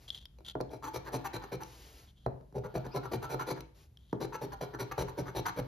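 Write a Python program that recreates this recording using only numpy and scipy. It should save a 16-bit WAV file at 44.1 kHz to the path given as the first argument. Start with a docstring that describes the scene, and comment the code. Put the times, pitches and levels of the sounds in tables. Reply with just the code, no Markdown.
"""Coin scratching a lottery ticket

Three bouts of back-and-forth strokes on a paper ticket on a wooden table, in a small room, with a phone close by.
The rim sticks and slips: random kicks ring the modes of table and card, and the coating crumbles as a fine hiss.
Pulls dig in and drum the table, pushes rasp on the card; the hand brushes crumbs away with a hush of noise,
shifts the coin in its fingers with damped clicks and slides, and sets it down again with short knocks."""
import sys
import numpy as np
from scipy import signal
from scipy.fft import rfft, irfft
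from scipy.io import wavfile

SR = 44100
rng = np.random.default_rng(int(sys.argv[2]) if len(sys.argv) > 2 else 0)


def digitize_waveform(pressure):
    """Quantize a signal to 16-bit integers and store it at the path in sys.argv[1].

    Rows of a 2-D input are taken as channels; values are limited to [-1, 1].
    """
    field = np.atleast_2d(pressure).T
    bounded = np.clip(field, -1, 1)
    quanta = np.round(bounded * 32767).astype(np.int16)
    wavfile.write(sys.argv[1], SR, quanta)


N = 250047  # samples in the scene
TAPS = 1024  # samples in a short response


def undb(db):
    """Decibels to gain."""
    return 10 ** (np.asarray(db) / 20)


def unit(x):
    """Scale to an energy of one."""
    return x / np.sqrt(np.sum(x ** 2) + 1e-18)


def on_bins(points, size):
    """A (pitch_hz, value) table read at the frequencies of a transform."""
    hz, value = np.transpose(points)
    bin_hz = np.arange(size // 2 + 1) * SR / size
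    return np.interp(np.log(bin_hz + 1), np.log(hz), value)


def colour(x, points):
    """Filter by a (pitch_hz, level_db) table without shifting phase."""
    size = x.shape[-1]
    return irfft(rfft(x) * undb(on_bins(points, size)), size)


def response(points):
    """The causal impulse response of a (pitch_hz, level_db) table, scaled to an energy of one."""
    cepstrum = irfft(np.log(undb(on_bins(points, TAPS))))
    # folding the cepstrum forward gives minimum phase
    cepstrum[1:TAPS // 2] *= 2
    cepstrum[TAPS // 2 + 1:] = 0
    return unit(irfft(np.exp(rfft(cepstrum))))


def walk(size, rate):
    """Smooth chance around zero, with rate new random knots a second."""
    knots = rng.standard_normal(size // 20 + 2)
    return np.interp(np.arange(size) * rate / SR, np.arange(len(knots)), knots)


def grains(size, rate, spread_db):
    """Clicks at random moments, about rate a second, of very unequal size."""
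    struck = rng.random(size) < rate / SR
    return struck * undb(spread_db * rng.standard_normal(size))


def grit(size, rate, spread_db):
    """Grains that push and pull alike."""
    return grains(size, rate, spread_db) * rng.choice([-1, 1], size)


def arch(length, power, skew=1):
    """Speed of a short movement: up from rest and back, fastest early when skew is below one."""
    size = int(length * SR)
    progress = (np.arange(size) + .5) / size
    return np.sin(np.pi * progress ** skew) ** power


def chatter(decay_s):
    """A contact that rattles to rest: noise that falls away exponentially."""
    return unit(rng.standard_normal(TAPS) * np.exp(-np.arange(TAPS) / (decay_s * SR)))


def linger(x, decay_s):
    """Give every part of a control an exponential tail."""
    return signal.lfilter([1], [1, -np.exp(-1 / (decay_s * SR))], np.pad(x, (0, TAPS)))


def add(out, s, force, ring, db, length):
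    """Sound a force through a response at time s, with the energy of db held for length seconds."""
    sound = unit(signal.fftconvolve(force, ring)) * undb(db) * np.sqrt(length * SR)
    start = max(int(s * SR), 0)
    out[start:start + len(sound)] += sound[:max(N - start, 0)]


def spread(mid, side, apart_hz):
    """Left and right from mid and side; long waves reach both ports alike."""
    side = signal.sosfilt(signal.butter(2, apart_hz, "high", fs=SR, output="sos"), side)
    return mid + side * np.array([[1], [-1]])


# Colour of the quiet room: pitch_hz, level_db (relative)
ROOM_TONE_COLOUR = [(20, -16), (35, 7.5), (58, 16), (90, 1.5), (128, 4.5), (200, -6.5), (450, -21),
                    (1000, -28.5), (2300, -34), (3500, -33.5), (6000, -37.5), (13000, -32), (15000, -48)]
ROOM_TONE_DB = -56.5


def room_tone():
    """A low, almost steady rumble under a faint hiss: coloured noise, wider in the treble."""
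    mid, side = rng.standard_normal((2, N))
    tone = colour(spread(mid, 0.51 * side, apart_hz=248), ROOM_TONE_COLOUR)
    return unit(tone) * np.sqrt(2 * N) * undb(ROOM_TONE_DB + 0.3 * walk(N, rate=5))


# The side of the hand sweeps crumbs off the card: start_s, length_s, level_db
HAND_SWEEPS = [(0, 0.095, -64.5), (1.619, 0.53, -59), (3.746, 0.14, -66.5)]
# Colour of skin on card: pitch_hz, level_db (relative)
SKIN_COLOUR = [(180, -19), (300, 2.5), (474, -1), (616, -5), (714, -2), (1470, -9), (4620, -8.5),
               (6950, -10.5), (8740, -11), (11700, -8.5), (13800, -11.5), (15000, -53)]


def sweeping(uneven_db=1, lift=4):
    """Skin glides over the card: a soft hush that wavers with the pressure and fades as the hand lifts."""
    out, skin = np.zeros(N), response(SKIN_COLOUR)
    for s, length, db in HAND_SWEEPS:
        size = int(length * SR)
        contact = arch(length, power=0.27) * (1 - np.linspace(0, 1, size) ** lift)
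        pressure = undb(uneven_db * walk(size, rate=24))
        add(out, s, contact * pressure * rng.standard_normal(size), skin, db, length)
    return out


# Small sharp clicks of the coin in the grip: start_s, level_db
GRIP_CLICKS = [(0.1033, -32.5), (0.147, -44), (.177, -48.5), (0.2552, -46.5), (0.694, -66), (3.972, -55.5)]
# The coin slides between the fingers: start_s, length_s, level_db
GRIP_SLIDES = [(0.077, 0.021, -49.5), (0.103, 0.093, -54), (0.19, 0.06, -63.5), (0.447, 0.078, -50.5),
               (0.479, 0.015, -44.5), (2.068, 0.044, -68), (2.152, 0.041, -72), (2.192, 0.08, -73.5),
               (3.985, 0.19, -73)]
# Ring of the gripped coin: pitch_hz, slide_db, click_db (each relative)
GRIPPED_COIN = [(500, -17, -20.5), (2500, -21.5, -22.5), (2900, -11, -5), (3280, 1, 8), (3700, -6, -1.5),
                (4130, -10.5, -8.5), (4830, -16.5, -11.5), (5420, -23, -7), (6100, -17.5, -29),
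                (12200, -21, -20.5), (15000, -30, -30)]


def fingering(uneven_db=3, tick_rate=2500, tick_spread_db=5):
    """The coin clicks and slides unevenly in the grip; the fingers damp its ring at once."""
    out = np.zeros(N)
    hz, slide_db, click_db = np.transpose(GRIPPED_COIN)
    for s, db in GRIP_CLICKS:
        add(out, s, chatter(decay_s=0.0011), response(np.c_[hz, click_db]), db, .005)
    for s, length, db in GRIP_SLIDES:
        speed = arch(length, power=0.34)
        size = len(speed)
        drive = speed * undb(uneven_db * walk(size, rate=75.6))
        ticks = drive * grit(size, tick_rate, tick_spread_db)
        add(out, s, ticks, response(np.c_[hz, slide_db]), db, length)
    return out


def body(modes, thud, ring_db):
    """A struck thing: its dead thud and one decaying sine for each mode."""
    t = np.arange(SR // 3) / SR
    rings = []
    for hz, db, t60 in modes:
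        decay = np.exp(-np.log(1000) * t / t60)
        rings.append(undb(db) * np.sin(2 * np.pi * hz * t) * decay)
    return np.pad(response(thud), (0, len(t) - TAPS)), undb(ring_db) * unit(np.array(rings))


def touch(thing, place_db=3.5):
    """Response at one spot: each mode has its own sign and strength there."""
    thud, rings = thing
    count = len(rings)
    strength = rng.choice([-1, 1], count) * undb(place_db * rng.standard_normal(count))
    return thud + strength @ rings


# The table flexing as a whole: pitch_hz, level_db (relative), t60_s
TABLE_BOOM_MODES = [(128, 0, .16), (143, -6, .11), (178, -8, .1)]
# Its dead, quickly damped part: pitch_hz, level_db (relative)
TABLE_BOOM_THUD = [(30, -43.5), (70, -16), (100, -9), (132, 1.5), (200, -8.5), (400, -42), (1000, -62)]


def table_boom():
    """The lowest modes of the table, where it bends as one piece."""
    return body(TABLE_BOOM_MODES, TABLE_BOOM_THUD, ring_db=2)


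# Boom of the table, changing with the spot that the coin presses on: start_s, level_db
BOOM_BY_TIME = [(.6, -1.5), (1.3, 2), (2.3, 4.5), (3.1, 4), (3.6, 0), (4.2, 0), (5.1, 3.5)]


def boom_at(s):
    """How many dB the table booms above its usual level at time s."""
    return np.interp(s, *np.transpose(BOOM_BY_TIME))


# Higher modes of the table top: pitch_hz, level_db (relative), t60_s
TABLE_TOP_MODES = [(273.8, 1.5, 0.19), (326.5, 1.5, 0.15), (382.5, -2.5, 0.13), (413.7, -1, 0.25),
                   (500.4, 2.5, 0.12), (556, -16, 0.19), (626.4, 0.5, 0.15), (728.4, -6, 0.26)]
# Its dead, quickly damped part: pitch_hz, level_db (relative)
TABLE_TOP_THUD = [(60, -37), (210, -14), (290, -4.5), (390, 3.5), (580, -3), (670, -8), (850, -8.5),
                  (1400, -60.5), (3000, -50.5)]


def table_top():
    """The drumming wood under the ticket."""
    return body(TABLE_TOP_MODES, TABLE_TOP_THUD, ring_db=-3.5)


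# Modes of the card pressed under the coin: pitch_hz, level_db (relative), t60_s
PRESSED_CARD_MODES = [(790, -3, .1), (872, -1, .12), (990, 0, .1), (1168, -4, .1), (1325, -5, .1),
                      (1430, -5, .07), (1546, -7, .09), (1740, -10, .07), (1864, -12, .08),
                      (2200, -15, .06)]
# Its dead, quickly damped part: pitch_hz, level_db (relative)
PRESSED_CARD_THUD = [(250, -27), (680, -10), (920, 6.5), (1300, -2.5), (1800, -6), (2600, -24), (5000, -21),
                     (9000, -57)]


def ticket_card():
    """The card of the ticket, ringing briefly above the table's pitches."""
    return body(PRESSED_CARD_MODES, PRESSED_CARD_THUD, ring_db=-2.5)


# Hiss of the crumbling coating: pitch_hz, pull_db, push_db (each relative)
COATING_HISS = [(900, -47, -60), (1994, -4, -12.5), (2290, 8, -5.5), (2555, -3, -3), (3675, -6, -15.5),
                (3890, 6, -2.5), (4670, -3, -10), (5320, -6, -37), (5900, 3.5, 3), (6520, -9.5, -10),
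                (9200, -1, -8), (13060, -4, -6.5), (13100, 1, 2), (14950, -4, -23.5)]


def coating(pulling, patch_db=3):
    """Response of the flaking coating; every patch has its own small resonances."""
    hz, pull_db, push_db = np.transpose(COATING_HISS)
    grid = np.arange(900, 15500, 240)  # Hz
    db = np.interp(grid, hz, pull_db if pulling else push_db)
    return response(np.c_[grid, db + patch_db * rng.standard_normal(len(grid))])


# The rim lands on the ticket or snaps off it: start_s, knock_db, tick_db
RIM_KNOCKS = [(0.386, -59, -63), (0.406, -57.5, -71), (0.553, -32, -65), (0.604, -32.5, -54),
              (0.61, -41.5, -44.5), (1.634, -62, -44), (2.2628, -29, -54), (2.41, -55.5, -74.5),
              (2.525, -57.5, -72), (2.865, -41, -54), (2.971, -36, -58), (3.228, -51, -47),
              (3.606, -54, -44.5), (4.129, -29, -56)]
KNOCK_BOOM_DB, KNOCK_CARD_DB = -7.5, -7  # table boom and card slap, relative to the knock


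def knocks(boom, table, card, boom_push_s=0.0021, table_push_s=0.00083, card_push_s=0.00046,
           card_ring_db=-8):
    """Short pushes with some rattle drive table, card and coating; the rim damps the card's ring."""
    out = np.zeros(N)
    thud, rings = card
    damped_card = thud, undb(card_ring_db) * rings
    slap = np.exp(-np.arange(TAPS) / (card_push_s * SR))
    for s, knock_db, tick_db in RIM_KNOCKS:
        blow = signal.unit_impulse(TAPS) + .6 * chatter(decay_s=.012)
        table_push = np.convolve(blow, arch(table_push_s, power=0.84))
        boom_db = knock_db + KNOCK_BOOM_DB + boom_at(s)
        add(out, s, arch(boom_push_s, power=0.7), touch(boom), boom_db, .011)
        add(out, s, table_push, touch(table), knock_db, .011)
        add(out, s, slap, touch(damped_card), knock_db + KNOCK_CARD_DB, .005)
        add(out, s, chatter(decay_s=0.0021), coating(True), tick_db, .005)
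    return out


RASP_PER_BITE = 0.75  # dB of card rasp for each dB of bite; the hiss follows the bite in full
RUN_UP_S, RUN_OUT_S = .0035, 0.0042  # the rim starts and stops gradually
BOOM_LAG_S = .0059  # the heavy table builds up late


def scratching(strokes, share_db, skew, pulling, boom, table, card, slip_rate=900, slip_db=4.5,
               crumb_rate=9000, crumb_db=4, pressure_db=2, burst=1.0, burst_s=0.0047):
    """Each slip of the rim kicks table and card and breaks off crumbs; a deeper bite rasps and hisses more."""
    out = np.zeros(N)
    boom_db, table_db, card_db, hiss_db = share_db
    for s, length, force_db, bite_db in strokes:
        start = s - RUN_UP_S
        speed = arch(RUN_UP_S + length + RUN_OUT_S, power=0.51, skew=skew)
        size = len(speed)
        drive = speed * undb(pressure_db * walk(size, rate=165))
        slips = grains(size, slip_rate, slip_db)
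        kicks = (slips - slips.mean()) * drive
        # flakes come away just after each slip and go on scattering for a moment
        bursts = linger(slips * drive, burst_s)
        flow = unit(linger(drive, 0.0034)) + burst * unit(bursts)
        crumbs = flow * grit(len(flow), crumb_rate, crumb_db)
        rasp_db = force_db + card_db + RASP_PER_BITE * bite_db
        add(out, start + BOOM_LAG_S, kicks, touch(boom), force_db + boom_db + boom_at(s), length)
        add(out, start, kicks, touch(table), force_db + table_db, length)
        add(out, start, kicks, touch(card), rasp_db, length)
        add(out, start, crumbs, coating(pulling), force_db + hiss_db + bite_db, length)
    return out


# Strokes where the rim digs in: start_s, length_s, force_db, bite_db (bite into the coating)
PULL_STROKES = [(.701, 0.07, -48.5, -3.5), (.934, 0.041, -42.5, 5), (1.121, 0.047, -38.5, 2.5),
                (1.332, 0.034, -42.5, 5.5), (1.516, 0.037, -41, 0.5), (2.547, 0.043, -39, -13.5),
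                (2.741, 0.038, -37, -4), (2.943, .035, -36.5, -2), (3.115, .043, -37.5, 0.5),
                (3.294, 0.049, -39.5, 0.5), (3.466, 0.057, -39.5, 3), (4.203, .048, -39, -1.5),
                (4.412, .038, -40, -2.5), (4.609, .038, -40, -0.5), (4.79, 0.039, -41, 5.5),
                (4.977, 0.05, -36.5, 1.5), (5.172, 0.042, -38.5, -3), (5.35, 0.047, -38.5, 3),
                (5.561, .04, -37, -3)]
# How a pull's force is shared out: boom_db, drumming_db, rasp_db, hiss_db
PULL_SHARES = (-4.5, 2.1, -7, -7.5)


def pulls(boom, table, card):
    """The rim digs in and drums the table top, a little faster early in the stroke."""
    return scratching(PULL_STROKES, PULL_SHARES, 0.98, True, boom, table, card)


# Strokes where the rim skates back: start_s, length_s, force_db, bite_db (bite into the coating)
PUSH_STROKES = [(.827, 0.066, -45.5, 4.5), (1.047, 0.041, -45.5, 0), (1.245, 0.026, -47, 13),
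                (1.42, .038, -48.5, -0.5), (1.605, 0.02, -46, 3), (2.639, .027, -39, -10.5),
                (2.845, 0.025, -44, -8), (3.034, .027, -42.5, -4), (3.222, 0.03, -43, 3),
                (3.393, 0.036, -43.5, 4.5), (3.558, 0.039, -48.5, -6), (4.327, 0.035, -42.5, 2.5),
                (4.522, 0.019, -46, 3), (4.735, 0.017, -38, -8), (4.914, 0.01, -40, 5),
                (5.079, .023, -47.5, 2.5), (5.257, 0.044, -45, -3), (5.456, 0.038, -43.5, 12)]
# How a push's force is shared out: boom_db, drumming_db, rasp_db, hiss_db
PUSH_SHARES = (-12, -3, 0.16, -11)


def pushes(boom, table, card):
    """The rim skates back and rasps on the card, clearly fastest early in the stroke."""
    return scratching(PUSH_STROKES, PUSH_SHARES, 0.78, False, boom, table, card)


# The rim stays on the card between strokes: start_s, length_s, level_db
RUBBING_BOUTS = [(0.822, 0.86, -60.5), (2.621, 0.99, -61), (4.198, 2.5, -61)]
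# Loose crumbs under the creeping rim: pitch_hz, level_db (relative)
CREEP_COLOUR = [(700, -14), (2200, 1), (3000, 5), (4400, 2), (6000, -17), (7500, -27), (13500, 6),
                (15000, -28)]


def rubbing(card, hiss_db=-10, uneven_db=3):
    """Through each bout the rim creeps over loose crumbs: random grains ring the card and hiss."""
    out = np.zeros(N)
    for s, length, db in RUBBING_BOUTS:
        contact = arch(length, power=0.23)
        size = len(contact)
        pressure = undb(uneven_db * walk(size, rate=34))
        creep = contact * grit(size, rate=4500, spread_db=4.0) * pressure
        add(out, s, creep, touch(card), db, length)
        add(out, s, creep, response(CREEP_COLOUR), db + hiss_db, length)
    return out


def squeak(s=2.908, length=0.042, from_hz=2300, to_hz=2750, db=-62):
    """For a moment the slips fall into step: a rough, rising chirp with a stronger octave."""
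    out, speed = np.zeros(N), arch(length, power=1)
    size = len(speed)
    jitter = .08 * walk(size, rate=1400)
    pitch_hz = np.linspace(from_hz, to_hz, size) * (1 + jitter)
    phase = 2 * np.pi * np.cumsum(pitch_hz) / SR
    add(out, s, speed * (0.8 * np.sin(phase) + np.sin(2 * phase)), np.ones(1), db, length)
    return out


# The wide table top reaches the ports unequally: pitch_hz, level_db (of the difference)
TABLE_SPREAD = [(60, -9), (130, -28), (300, -5.5), (700, -9), (1400, 1.5), (2100, -16), (3200, -7.5),
                (5000, -4), (8300, -35), (10000, -6), (12000, -36)]


def table_width(x, count=4):
    """Early scatter from table top and hands, opposite at the two ports, along paths of wandering strength."""
    wide = colour(x, TABLE_SPREAD)
    paths = [signal.fftconvolve(wide * walk(N, rate=8), chatter(decay_s=0.0073))[:N] for _ in range(count)]
    return sum(paths) / np.sqrt(count) * np.array([[1], [-1]])


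# Reverberation of the small room: pitch_hz, level_db
ROOM_COLOUR = [(60, 2.5), (250, -5), (1000, -8), (3000, -8), (7000, -14), (13000, -27)]
ROOM_T60_LOW_S, ROOM_T60_HIGH_S = 0.44, 0.34


def room(x, delay=0.0051, split_hz=3000):
    """A short diffuse tail of decaying noise whose treble dies first."""
    t = np.arange(SR // 2) / SR
    noise = spread(*rng.standard_normal((2, len(t))), apart_hz=238)
    low = signal.sosfilt(signal.butter(2, split_hz, fs=SR, output="sos"), noise)
    high = signal.sosfilt(signal.butter(2, split_hz, "high", fs=SR, output="sos"), noise)
    low_tail = low * np.exp(-np.log(1000) * t / ROOM_T60_LOW_S)
    high_tail = high * np.exp(-np.log(1000) * t / ROOM_T60_HIGH_S)
    # silent until the delay, then fading in over as long again
    tail = (low_tail - high_tail) * np.clip(t / delay - 1, 0, 1)
    return np.array([signal.fftconvolve(colour(x, ROOM_COLOUR), unit(side))[:N] for side in tail])


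def scene(hand_room_db=-10):
    """Coin, card and hand on the table; the wide table top feeds the room more than the hand does."""
    boom, table, card = table_boom(), table_top(), ticket_card()
    hand = sweeping() + fingering()
    strokes = pulls(boom, table, card) + pushes(boom, table, card)
    coin = knocks(boom, table, card) + strokes + rubbing(card) + squeak()
    direct = coin + hand
    reverberation = room(coin + undb(hand_room_db) * hand)
    return room_tone() + direct + table_width(direct) + reverberation


# Phase between the phone's two ports: pitch_hz, lead_rad (left leads)
PORT_LEAD = [(200, 0), (900, .5), (1300, 1.6), (1800, .2), (3000, .6), (5000, .2), (6200, -1.1),
             (6800, -1.4), (8000, -3.05), (8700, -3.25), (10000, -4.5), (11500, -6.2), (13000, -6.8),
             (14500, -9)]
# Level between the ports: pitch_hz, level_db (left minus right)
PORT_LEVEL = [(130, 0.5), (400, 2.5), (1000, 1), (1300, 0.5), (2100, 1.5), (3400, 3.5), (4300, 2.5),
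              (5000, 4), (8000, 0)]


def ports(x):
    """Each microphone port has its own phase and level, half the difference applied to either side."""
    half = np.exp(.5j * on_bins(PORT_LEAD, N)) * undb(on_bins(PORT_LEVEL, N) / 2)
    return irfft(rfft(x) * np.array([half, 1 / half]), N)


# Treble colour of both ports: pitch_hz, level_db
PORT_TREBLE = [(7000, -0.5), (8000, -6.5), (8700, -8.5), (9500, -3), (10300, -3.5), (13500, -6),
               (14300, -11), (15500, -14)]
TOP_HZ = 15500


def record(dry):
    """The close phone: its ports colour the treble, and it cuts the deepest bass and the top."""
    heard = colour(ports(dry), PORT_TREBLE)
    heard = signal.sosfilt(signal.butter(4, 40, "high", fs=SR, output="sos"), heard)
    return signal.sosfilt(signal.ellip(8, .2, 70, TOP_HZ, fs=SR, output="sos"), heard)


dry = scene()
out = record(dry)
digitize_waveform(out)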